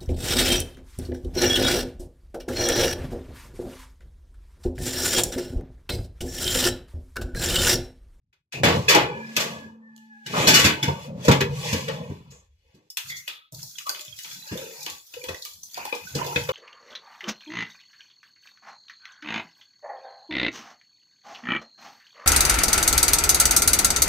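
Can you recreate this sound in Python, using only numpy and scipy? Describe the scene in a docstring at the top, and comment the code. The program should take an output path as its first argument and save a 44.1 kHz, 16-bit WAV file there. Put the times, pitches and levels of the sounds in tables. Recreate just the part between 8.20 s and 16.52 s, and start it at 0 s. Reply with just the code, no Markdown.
"""A lid and a pot knock and scrape as they are shifted and set down in a steel kitchen sink, over a faint rumble;
a tap knob clicks and grates, then water runs over a coconut into the pot, which rocks and bumps.
Impacts are noise crashes with decaying modes, scrapes are dense stick-slip grains, and water is
filtered droplet noise with damped bubbles. Two close microphone ports hear it with hiss suppression."""
import sys
import numpy as np
from scipy import signal
from scipy.fft import rfft, irfft, next_fast_len
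from scipy.io import wavfile
from scipy.ndimage import uniform_filter1d

SR = 44100
rng = np.random.default_rng(int(sys.argv[2]) if len(sys.argv) > 2 else 0)


def wav_record(signal):
    """Record a signal, one row per channel, as 16-bit PCM in the file named by sys.argv[1]."""
    frames = np.transpose(np.atleast_2d(signal))
    bounded = np.clip(frames, -1, 1)
    # unit amplitude maps onto the largest positive 16-bit level
    quanta = np.round(bounded * 32767).astype(np.int16)
    wavfile.write(sys.argv[1], SR, quanta)


N = 366912


def amp(db):
    """Decibel law: the amplitude ratio of a level in dB."""
    return 10 ** (np.asarray(db) / 20)


def rms_one(x):
    """Normalisation by mean power: scaled to rms 1."""
    return x / np.sqrt(np.mean(x ** 2) + 1e-20)


def in_time(table):
    """Linear interpolation: a table's columns at every sample, -140 dB outside it."""
    s, *columns = np.transpose(table)
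    t = np.arange(N) / SR
    return [np.interp(t, s, column, left=-140, right=-140) for column in columns]


def gate(start, end, fade):
    """Envelope: fades in, holds at 1, fades out."""
    t = np.arange(N) / SR
    return np.clip(np.minimum(t - start, end - t) / fade, 0, 1) ** 2


def convolve(x, h):
    """Convolution theorem: spectra multiply; the result is cut to N."""
    size = next_fast_len(N + len(h))
    return irfft(rfft(x, size) * rfft(h, size), size)[..., :N]


def band_pass(x, low_hz, high_hz):
    """Butterworth band-pass: flat between its two edges."""
    return signal.sosfilt(signal.butter(2, [low_hz, high_hz], "band", fs=SR, output="sos"), x)


def ring(clicks, hz, t60):
    """Damped resonator: a unit click sets a sine of height 1 ringing."""
    r, w = amp(-60 / (t60 * SR)), 2 * np.pi * hz / SR
    return signal.lfilter([0, np.sin(w)], [1, -2 * r * np.cos(w), r * r], clicks + 1e-18)


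def drift(rate_hz):
    """Low-passed Gaussian noise: slow chance of spread 1, computed at every 40th sample."""
    r = np.exp(-80 * np.pi * rate_hz / SR)
    noise = rng.standard_normal(N // 40 + 2002)
    slow = signal.lfilter([1], [1, -2 * r, r * r], noise)[2000:]   # the filter's start is dropped
    return np.interp(np.arange(N) / 40, np.arange(len(slow)), rms_one(slow))


def grains(per_s, spread_db):
    """Shot noise: two draws of uneven clicks at random moments; rms 1."""
    sizes = amp(spread_db * np.minimum(rng.exponential(1, (2, N)), 5))
    sizes = sizes * rng.choice([-1, 1], (2, N))
    return rms_one(sizes * (rng.random((2, N)) < per_s / SR))


# left-right likeness of the sound at the two ports: pitch_hz, likeness (0 to 1)
PORT_LIKENESS = [(100, 0.99), (700, 0.92), (2500, 0.015), (15000, 0.036)]


def spread(pair, hz):
    """Spatial coherence: two unrelated draws mixed as alike as the ports hear this pitch."""
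    at, alike = np.transpose(PORT_LIKENESS)
    alike = np.clip(np.interp(np.log(hz), np.log(at), alike), 0, 1)
    shared = np.sqrt((1 + alike) / 2) * pair[0]
    opposed = np.sqrt((1 - alike) / 2) * pair[1]
    return shared + opposed * [[1], [-1]]


# modes of basin, pot and lid: pitch_hz, width_hz, level_db above the dense modes
STEEL_MODES = [(91, 16, 12), (142, 14, 14), (172, 20, 6), (313, 16, 8), (392, 16, 7), (485, 40, 8),
               (581, 25, 6), (674, 18, 8), (875, 30, 6), (939, 18, 8), (1135, 20, 8), (1724, 40, 7),
               (2307, 40, 7), (2518, 25, 10), (2936, 25, 10), (3417, 35, 7), (4171, 30, 7), (4498, 30, 6),
               (5023, 40, 5)]


def colour(spectrum, low_hz, high_hz, modal):
    """Minimum-phase filter by folded cepstrum: one part of a spectrum with the steel's modes; energy 1."""
    hz, (at, db) = np.linspace(1, SR / 2, 4097), np.transpose(spectrum)
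    db = np.interp(np.log(hz), np.log(at), db)
    peaks = sum(amp(2 * up) / (1 + (2 * (hz - f) / width) ** 2) for f, width, up in STEEL_MODES)
    power = amp(2 * db) * (1 + modal * peaks)
    power = power / (1 + (low_hz / hz) ** 8) / (1 + (hz / high_hz) ** 8)
    cepstrum = irfft(np.log(power) / 2)
    cepstrum[1:4096] *= 2
    cepstrum[4097:] = 0
    h = irfft(np.exp(rfft(cepstrum)))
    return h / np.sqrt(np.sum(h ** 2))


STEADY_ABOVE_HZ = 340   # flicker shrinks above this


def patchy(levels, edges, spectrum, modal, clicks, patchy_db, rate_hz):
    """Subband modulation: coloured clicks, five bands a part, flickering partly together, partly alone."""
    out, together = 0, drift(rate_hz)
    for k, level in enumerate(levels):
        h = colour(spectrum, edges[k], edges[k + 1], modal)
        cuts = np.geomspace(edges[k], edges[k + 1], 6)
        part = convolve(level * spread(np.roll(clicks, 777 * k, axis=1), cuts[2]), h)
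        for j, (low, high) in enumerate(zip(cuts, cuts[1:])):
            calm = min(1, STEADY_ABOVE_HZ / low)   # the treble is steadier
            flicker = amp(calm * patchy_db * (drift(rate_hz) + 1.25 * together))
            # alternate signs keep neighbours from cancelling where they cross
            out = out + (-1) ** j * band_pass(part, low, high) * flicker
    return out


def strikes(s, levels, t60, ping_hz, rise_ms, *, ping_db, spectrum, modal, crack_db, crack_s,
            ping_cycles, ping_rise_per_s, chime_db, chime_longer):
    """Impact excitation: a crack, a crash dying by band, modes with chance partials, and one short ping."""
    out, noise, edges = np.zeros((2, N)), grains(9000, 2.5), [30, 300, 1500, 4000, 20000]
    at, t60, draws = (s * SR).astype(int), np.clip(t60, .02, 1), rng.random((len(s), 3, 30))
    rise_s, modes = np.clip(rise_ms, .1, 30) / 1000, np.transpose(STEEL_MODES)[0][3:]

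    for part, longer in enumerate([0.44, 1.17, 0.53, 0.19]):   # decay time of each band, times t60
        env = np.zeros(N)
        for i, db, last, soft in zip(at, levels[part], t60, rise_s):
            t = np.arange(min(SR, N - i)) / SR
            crack = amp(crack_db - 60 * t / (crack_s * longer)) * (part > 0)   # none in the lows
            crash = amp(-60 * t / (last * longer)) * (1 - np.exp(-t / 0.0084))
            env[i:i + SR] += amp(db) * (crash + crack) * (1 - np.exp(-(t / soft) ** 2))
        low, high = edges[part:part + 2]
        pair = spread(np.roll(noise, 999 * part, axis=1), np.sqrt(low * high))
        out += convolve(env * pair, colour(spectrum, low, high, modal))

    t = np.arange(SR // 3) / SR
    blows = zip(at, np.transpose(levels), t60, ping_hz, rise_s, draws)
    for i, dbs, last, pitch, soft, (place, size, side) in blows:
        hz = 350 * 17 ** place   # chance partials; the first ones give way to the steel's modes
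        hz[:len(modes)] = modes * (1 + 0.0079 * (place[:len(modes)] - .5))
        db = dbs[np.searchsorted(edges, hz) - 1] + chime_db - 9.1 * size
        db = db - 21.0 * np.log2(hz / 2000) * (hz > 4000)
        chime = np.sin(2 * np.pi * hz[:, None] * t) * amp(db)[:, None]
        chime = chime * amp(-60 * t / (last * chime_longer))
        loud = dbs[np.searchsorted(edges, pitch) - 1] + ping_db
        ping = np.sin(2 * np.pi * pitch * t * (1 + ping_rise_per_s * t))
        ping = ping * amp(loud - 60 * t * pitch / ping_cycles)
        # each partial radiates its own way
        sides = np.array([np.sin(side * np.pi / 2), np.cos(side * np.pi / 2)])
        onset = 1 - np.exp(-(t / soft) ** 2)
        out[:, i:i + len(t)] += ((sides @ chime + ping) * onset)[:, :N - i]
    return out


RUMBLE_DB = -75.5


def rumble():
    """Low-passed noise: a faint low rumble of the house."""
    low_pass = signal.butter(2, 120, fs=SR, output="sos")
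    return amp(RUMBLE_DB) * rms_one(signal.sosfilt(low_pass, rng.standard_normal(N)))


# spectrum of struck and dragged metal: pitch_hz, density_db (per Hz)
METAL_SPECTRUM = [(18, -67), (30, -22.5), (65, -18.5), (141, -9), (345, -7.5), (461, -6.5), (937, -10.5),
                  (1250, -14.5), (2900, -19), (7270, -25.5), (9460, -38.5), (12000, -33.5), (14800, -36),
                  (16000, -48.5)]
# metal on metal, lid, pot and basin: start_s, sizzle_db, clash_db, clang_db, boom_db (bands from treble
# to bass), t60_s (before each band's factor), ping_hz, rise_ms
KNOCKS = [(0.127, -56, -60, -78, -91, 0.25, 2500, 1.9), (0.323, -27, -35.5, -61, -54, 0.19, 2550, 0.75),
          (0.434, -16, -14.5, -19.5, -15, 0.75, 570, 0.23), (0.4784, -24.5, -54, -29.5, -46, 0.6, 860, 4.4),
          (0.682, -9.5, -12, -20.5, -33, 0.94, 2540, 0.57), (0.7475, -5, -19, -14.5, -21, 0.2, 927, 1),
          (1.1655, -8, -16.5, -26.5, -32, 0.25, 2580, 0.17),
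          (1.1941, -19.5, -29.5, -36, -45, 0.86, 4040, 4.7), (1.7625, -24, -60, -62, -58, 0.03, 861, 1.5),
          (1.7775, -36, -52, -62, -60, 0.03, 2900, .8), (2.0608, -22, -29.5, -40.5, -35.5, 0.27, 2940, 2.8),
          (2.2698, -6, -13.5, -20.5, -15, 1, 4120, 1.8), (2.3385, -5, -14.5, -45, -47, 0.78, 2910, 1.8),
          (2.377, -10.5, -26, -35, -36, 1, 2920, 19), (2.4421, -8, -15, -32, -14.5, 0.62, 2703, 1.1),
          (2.6271, -8.5, -17.5, -29, -18.5, 0.26, 3440, 1.3),
          (2.6788, 0.5, -11.5, -18.5, -8, 0.065, 917, 5.4), (3.046, -19, -31, -29, -27, 0.37, 606, 1.5),
          (3.0814, -10, -15, -14.5, -2, 0.25, 472.4, 0.74), (3.112, -9, -16, -41, -17, 0.28, 613, 1.4),
          (3.2046, -2.5, -8, -22.5, -21, 0.14, 394, 3.5), (3.527, -12, -22, -29, -12.5, 0.27, 523, 1.5),
          (3.681, -19.5, -23, -27.5, -20.5, 0.2, 456, 1), (3.899, -37, -53, -39.5, -19.5, 0.17, 409, 1.3),
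          (4.0985, -32, -48.5, -51.5, -50, 0.35, 457, 14.8), (4.5412, -46, -66, -70, -45.5, 0.35, 399, 5.8),
          (5.3226, -48, -55.5, -54.5, -46.5, 0.24, 633, 3.9),
          (6.3135, -28.5, -36, -40, -23.5, 0.36, 395, 0.9),
          (7.0845, -20.5, -31, -33.5, -33.5, 0.24, 514, 1.54),
          (7.95, -14.5, -31, -31, -21.5, 0.29, 480, 0.95),
          (8.1588, -14, -13.5, -25.5, -17, 0.12, 480, 0.93),
          (8.2894, -18, -20, -22.5, -24, 0.14, 515, 0.37)]


def knocks():
    """Impact of solids: lid, pot and basin strike one another and ring in their modes."""
    s, sizzle, clash, clang, boom, t60, ping_hz, rise_ms = np.transpose(KNOCKS)
    return strikes(s, [boom, clang, clash, sizzle], t60, ping_hz, rise_ms, ping_db=3.5,
                   spectrum=METAL_SPECTRUM, modal=0.18, crack_db=0.7, crack_s=0.025,
                   ping_cycles=100.0, ping_rise_per_s=0, chime_db=-5.0, chime_longer=0.36)


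THUMP_DB, T60_TIMES_WIDTH = -8.5, 2.8   # relative to the boom; decay time (s) times mode width (Hz)


def thumps():
    """Modal excitation: each knock rings the basin's three lowest modes, with new strengths every time."""
    s, boom = np.transpose(KNOCKS)[[0, 4]]
    out, chance_db = 0, rng.normal(0, 1.0, (len(s), 3))
    for k, (hz, width, up) in enumerate(STEEL_MODES[:3]):
        push = np.zeros(N)
        relative_db = up - STEEL_MODES[1][2]
        push[(s * SR).astype(int)] = amp(boom + THUMP_DB + relative_db + chance_db[:, k])
        out = out + ring(push, hz, T60_TIMES_WIDTH / width)
    return band_pass(out, 70, 500)


DRAG_CLANG_DB, DRAG_CLANG_SHARE = -0.5, 0.39   # the pan's clang lies between scrape and boom
# lid and pot dragged over the steel: start_s, scrape_db, boom_db
DRAG = [(.33, -38.5, -54.5), (.42, -55.5, -43), (.57, -29.5, -29), (.85, -48, -34.5), (1.04, -45, -50.5),
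        (1.16, -36.5, -40), (1.35, -42.5, -41.5), (1.58, -74.5, -58.5), (2.03, -58.5, -75),
        (2.08, -45.5, -53.5), (2.18, -27, -31), (2.26, -24, -30.5), (2.7, -41.5, -35), (2.85, -41, -41),
        (2.93, -59.5, -37), (3.03, -35, -39), (3.25, -46.5, -22), (3.35, -33, -29.5), (3.5, -28.5, -35),
        (3.85, -49, -44), (4.05, -58, -54), (4.3, -70, -77.5), (4.69, -65.5, -75.5)]


def drag():
    """Stick-slip friction: dense contacts sound through the steel."""
    contacts = grains(6000, 2.5)
    scrape, boom = in_time(DRAG)
    clang = DRAG_CLANG_DB + DRAG_CLANG_SHARE * scrape + (1 - DRAG_CLANG_SHARE) * boom
    return patchy(amp([boom, clang, scrape]), [30, 300, 1500, 18000], METAL_SPECTRUM, 0.18,
                  contacts, patchy_db=3.8, rate_hz=1.65)


# narrow bands of noise that swell and fade, as squeaks, ringing tones and soft low booms:
# start_s, end_s, pitch_hz, level_db (before the swell), t60_s (of each of two resonators)
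NARROW_BANDS = [(0.346, 0.406, 2540, -35, 0.0058), (0.736, 1.15, 2400, -37, 0.009),
                (0.884, 1.5, 1690, -40, 0.02), (3.117, 3.872, 480, -36, 0.05), (3.13, 3.56, 141, -27, .12),
                (7.073, 7.143, 87, -38, 0.11), (2.35, 2.401, 2925, -14, 0.08),
                (4.9, 5.02, 2060, -37, 0.006), (4.905, 4.99, 3450, -42, 0.003), (3.98, 4.5, 64, -52, .05),
                (4.11, 4.21, 6900, -53, .0015), (4.846, 5.048, 142, -53, 0.037),
                (5.09, 5.256, 1277, -55, 0.015), (5.1, 5.29, 3700, -47, .002), (5.33, 5.5, 142, -46, .04),
                (2.14, 2.297, 1240, -25.5, 0.0038), (2.16, 2.26, 750, -28, .006),
                (1.04, 1.16, 5100, -50, .02), (5.67, 5.686, 1187, -28, 0.014),
                (5.7, 5.933, 610, -53.5, 0.037), (5.883, 5.996, 135, -53.5, 0.039),
                (6.27, 6.38, 1670, -46, .015), (6.354, 6.55, 508, -39, 0.012),
                (6.97, 7.124, 497, -42, 0.045), (7.58, 7.72, 2500, -42, .008), (7.91, 8.2, 142, -44, 0.016),
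                (8.215, 8.3, 140, -35, .05)]


def narrow_bands():
    """Resonant filtering: noise twice through one narrow resonator, swelling in and dying away."""
    out, t = 0, np.arange(N) / SR
    for start, end, hz, db, t60 in NARROW_BANDS:
        swell_at, swell_db = [start - .02, start, end, end + 0.025], [-43.0, 1.0, -10.0, -62.5]
        swell = np.interp(t, swell_at, swell_db, -140, -140)
        rough = ring(ring(rng.standard_normal(N), hz, t60), hz, t60)
        out = out + amp(db + swell) * rms_one(rough)
    return out


HUM_FROM_S, HUM_TO_S, HUM_FADE_S = 0.92, 2.4, 0.044
HUM_HZ, HUM_RMS_DB, HUM_LOSS_DB_PER_S = 223.1, -38.5, 15


def lid_hum():
    """Exponential decay of one mode: the lid's lowest rings on until it is touched."""
    t = np.arange(N) / SR
    level = amp(HUM_RMS_DB - HUM_LOSS_DB_PER_S * (t - HUM_FROM_S))
    tone = np.sqrt(2) * np.sin(2 * np.pi * HUM_HZ * t)
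    return level * gate(HUM_FROM_S, HUM_TO_S, HUM_FADE_S) * tone


WHINE_FROM_S, WHINE_TO_S, WHINE_FADE_S = 1.58, 2.1, .06
WHINE_HZ, WHINE_SAG_HZ_PER_S = 896, 140   # pitch at the start, before its small drift
WHINE_DB, WHINE_OCTAVE_DB = -66, -54.5   # rms levels before the waver


def whine():
    """Phase integration of a falling pitch: a faint far whine with its octave, wavering in level."""
    t = np.arange(N) / SR
    hz = WHINE_HZ - WHINE_SAG_HZ_PER_S * (t - WHINE_FROM_S)
    phase = 2 * np.pi * np.cumsum(hz * (1 + .012 * drift(25))) / SR
    waver = amp(2.5 * drift(12.0))
    tone = amp(WHINE_DB) * np.sin(phase) + amp(WHINE_OCTAVE_DB) * np.sin(2 * phase)
    return np.sqrt(2) * waver * gate(WHINE_FROM_S, WHINE_TO_S, WHINE_FADE_S) * tone


# spectrum of the water, used for the light blows too: pitch_hz, density_db (per Hz)
WATER_SPECTRUM = [(30, -21.5), (161, -13), (426, -19.5), (569, -17), (962, -11.5), (1350, -22.5),
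                  (2480, -17.5), (6720, -14.5), (9220, -21.5), (12000, -19), (16000, -16.5)]


def taps(table, t60, ping_db, ping_rise_per_s, rise_ms):
    """Weak impact: light blows move no basin and set no partials ringing."""
    s, sizzle, clash, clang, ping_hz = np.transpose(table)
    silent = np.full(len(s), -140)
    return strikes(s, [silent, clang, clash, sizzle], np.full(len(s), t60), ping_hz,
                   np.full(len(s), rise_ms), ping_db=ping_db, spectrum=WATER_SPECTRUM, modal=0.3,
                   crack_db=8, crack_s=0.03, ping_cycles=62.0, ping_rise_per_s=ping_rise_per_s,
                   chime_db=-np.inf, chime_longer=1)


# the tap knob clicks: start_s, sizzle_db, clash_db, clang_db, ping_hz
CLICKS = [(4.7013, -28.5, -51.5, -68, 5260), (4.7703, -14.5, -26, -55, 2660),
          (5.0771, -23, -27.5, -52, 2560)]


def knob_clicks():
    """Brief impact: the knob's clicks, each with a steady ping."""
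    return taps(CLICKS, t60=0.27, ping_db=5.5, ping_rise_per_s=0, rise_ms=1.0)


TICKS_PER_S, TICK_DB, TICK_T60_S = 45, -1, .025


def ticks():
    """Poisson bursts: a gain that stray drops lift suddenly at random, each lift dying at once."""
    bursts = rng.exponential(1, N) * (rng.random(N) < TICKS_PER_S / SR)
    decay = amp(-60 / (TICK_T60_S * SR))
    return 1 + amp(TICK_DB) * signal.lfilter([1], [1, -decay], bursts + 1e-18)


MIST_DB, MIST_SHARE = -11.5, 0.76   # the finest mist follows the spray
POOL_BOOM_DB, POOL_BOOM_SHARE = -31, 0.57   # the boom follows the gurgle
BUBBLES_PER_S, BUBBLE_SPREAD_DB = 500, 3.5
BUBBLE_CYCLES_AT_1KHZ = 22.0   # cycles to -60 dB in each of two resonators
# the knob grates and hisses as it is turned: start_s, treble_db, middle_db
KNOB = [(4.8, -59, -54), (4.855, -48, -54.5), (4.9, -37, -47), (4.94, -52, -61), (4.968, -37.5, -54),
        (5.02, -52.5, -52.5), (5.07, -51, -52), (5.27, -82, -69.5)]
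# the stream runs: start_s, spray_db, splatter_db, gurgle_db (where it plunges into the pool)
FLOW = [(5.33, -50.5, -61.5, -62), (5.49, -45.5, -63.5, -73), (5.8, -44, -52, -62.5),
        (6.12, -43, -53.5, -69), (6.31, -44.5, -48.5, -53), (6.46, -43, -46.5, -57),
        (6.58, -42, -47, -49.5), (6.75, -47.5, -56.5, -69), (6.87, -50.5, -67, -74),
        (6.97, -48, -52, -62.5), (7.2, -45, -62, -72), (7.44, -49.5, -75, -75), (7.57, -45, -47, -57),
        (7.75, -46, -47, -52.5), (7.87, -43, -51, -59.5), (8.01, -45, -41, -39.5),
        (8.13, -38.5, -40, -39.5), (8.32, -44, -46, -47.5)]


def water():
    """Droplet noise and bubble resonance: spray, splatter and gurgle; the knob's grating shares their bands."""
    spray, splatter, gurgle = amp(in_time(FLOW))
    spray, splatter = spray * ticks(), splatter * ticks()
    boom = amp(POOL_BOOM_DB) * gurgle ** POOL_BOOM_SHARE
    knob_treble, knob_middle = amp(in_time(KNOB))
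    spray, splatter = spray + knob_treble, splatter + knob_middle
    mist = amp(MIST_DB) * spray ** MIST_SHARE
    droplets = grains(9000, 2.5)
    out = patchy([boom, gurgle, splatter, spray, mist], [30, 300, 1200, 3200, 8500, 18000],
                 WATER_SPECTRUM, 0.15, droplets, patchy_db=3.7, rate_hz=3.0)

    pops, dealt = grains(BUBBLES_PER_S, BUBBLE_SPREAD_DB), rng.integers(0, 24, N)
    for k, hz in enumerate(np.geomspace(350, 5000, 24)):   # each pop is dealt to one pitch
        level = gurgle if hz < 1200 else splatter if hz < 3200 else spray
        t60 = BUBBLE_CYCLES_AT_1KHZ / np.sqrt(hz * 1000)
        rings = ring(ring(pops * (dealt == k), hz, t60), hz * 0.88, t60)   # rung twice: a soft start
        out += level * spread(rms_one(rings), hz) / 4
    return out


# slaps of water on coconut, pool and rim: start_s, sizzle_db, clash_db, clang_db, ping_hz (at onset)
SLAPS = [(5.3228, -29.5, -63.5, -59, 640), (5.4292, -26, -63, -57, 5470), (5.5838, -24.5, -35, -69, 3000),
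         (5.667, -22.5, -36.5, -49.5, 1040), (5.693, -14.5, -35.5, -44.5, 4670),
         (5.7464, -40, -34.5, -73, 3060), (5.7936, -29, -37, -75, 3280), (5.989, -25, -39, -80, 3120),
         (6.0452, -38, -35.5, -53.5, 1387), (6.3743, -27, -36.5, -55, 478),
         (6.6633, -25, -29.5, -39.5, 2990), (6.9381, -34.5, -35.5, -49.5, 2570),
         (7.0392, -27.5, -34, -44, 488), (7.145, -31, -39.5, -65, 1830), (7.2505, -22.5, -37.5, -56, 2270),
         (7.4328, -25.5, -66, -61, 6130), (7.5433, -29, -40.5, -56.5, 4700),
         (7.5744, -42, -47.5, -36.5, 738), (7.6519, -25, -35, -39, 842), (7.7264, -30.5, -32.5, -33, 478)]


def slaps():
    """Liquid impact: water slaps, each with a ping of rising pitch."""
    return taps(SLAPS, t60=0.24, ping_db=6, ping_rise_per_s=0.081, rise_ms=.5)


BLIP_SWELL_S, BLIP_RISE_PER_S = .003, 2.5
# single bubble blips, loud and faint: start_s, pitch_hz (at onset), level_db (before the side's gain)
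BLIPS = [(5.555, 3260, -45), (5.695, 1470, -38), (5.925, 3190, -40), (6.07, 3200, -44), (6.11, 3280, -41.5),
         (6.195, 3940, -40), (6.225, 3910, -41.5), (6.375, 3480, -35), (6.615, 2375, -39.5),
         (7.015, 2300, -36), (7.085, 2520, -32.5), (7.09, 1850, -36), (7.145, 1900, -44),
         (7.255, 1173, -40), (7.61, 920, -51), (7.675, 820, -32), (7.87, 1460, -35), (8.014, 960, -24),
         (7.725, 2400, -28), (7.76, 470, -35), (8.16, 2493, -20), (8.165, 3600, -34), (8.295, 2520, -36)]


def blips():
    """Bubble resonance: single bubbles swell, rise in pitch and die, each from its own side."""
    out, t = np.zeros((2, N)), np.arange(SR // 10) / SR
    swell = t / BLIP_SWELL_S * np.exp(1 - t / BLIP_SWELL_S)
    for (s, hz, db), side_db in zip(BLIPS, rng.normal(0, 6.5, len(BLIPS))):
        i = int(s * SR)
        tone = swell * np.sin(2 * np.pi * hz * t * (1 + BLIP_RISE_PER_S * t))
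        out[:, i:i + len(t)] += (amp([[db + side_db], [db - side_db]]) * tone)[:, :N - i]
    return out


ROOM_T60_S, ROOM_DB, ROOM_LOW_HZ = 0.29, -4.5, 565


def room(x):
    """Diffuse reverberation of basin and kitchen: decaying noise, high-passed, drawn for each port."""
    t = np.arange(SR // 2) / SR
    tails = rng.standard_normal((2, len(t))) * amp(-60 * t / ROOM_T60_S)
    tails = signal.sosfilt(signal.butter(2, ROOM_LOW_HZ, "high", fs=SR, output="sos"), tails)
    tails = [tail / np.sqrt(np.sum(tail ** 2)) for tail in tails]
    return amp(ROOM_DB) * np.array([convolve(x[c], tails[c]) for c in (0, 1)])


PORT_LAG_S = .0003


def scene():
    """Superposition: all sources add, reach the left port a little late, and gain the room."""
    direct = knocks() + knob_clicks() + slaps()
    direct += drag()
    direct += water()
    direct += lid_hum() + whine() + narrow_bands() + rumble()
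    direct += blips() + thumps()
    direct[0] = np.interp(np.arange(N) - round(PORT_LAG_S * SR), np.arange(N), direct[0])
    return amp([[.3], [-.3]]) * (direct + room(direct))


HISS_SHARE, SUPPRESS_DB = .8, -12   # share of the usual power removed; lowest gain


def suppress(x):
    """Spectral subtraction: bins that do not stand out of their slow local mean are turned down."""
    frames = signal.stft(x, nperseg=1024, noverlap=768)[2]
    power = np.mean(np.abs(frames) ** 2, axis=0) + 1e-14
    now = signal.lfilter([.15], [1, -.85], power)
    usual = uniform_filter1d(np.log(now), size=60, axis=1)   # along time
    usual = np.exp(uniform_filter1d(usual, size=15, axis=0))   # along pitch
    gain = np.sqrt(np.maximum(1 - HISS_SHARE * usual / now, amp(2 * SUPPRESS_DB)))
    return signal.istft(frames * gain, nperseg=1024, noverlap=768)[1][:, :N]


MIC_LOW_HZ, CUTOFF_HZ = 49.25, 16400


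def record(dry):
    """Transducer limits: capsules lose deep bass, hiss is suppressed, overload clips, the top is cut."""
    x = signal.sosfilt(signal.butter(2, MIC_LOW_HZ, "high", fs=SR, output="sos"), dry)
    x = np.clip(suppress(x), -1, 1)
    return signal.sosfilt(signal.cheby2(12, 70, CUTOFF_HZ, fs=SR, output="sos"), x)


dry = scene()
out = record(dry)
wav_record(out)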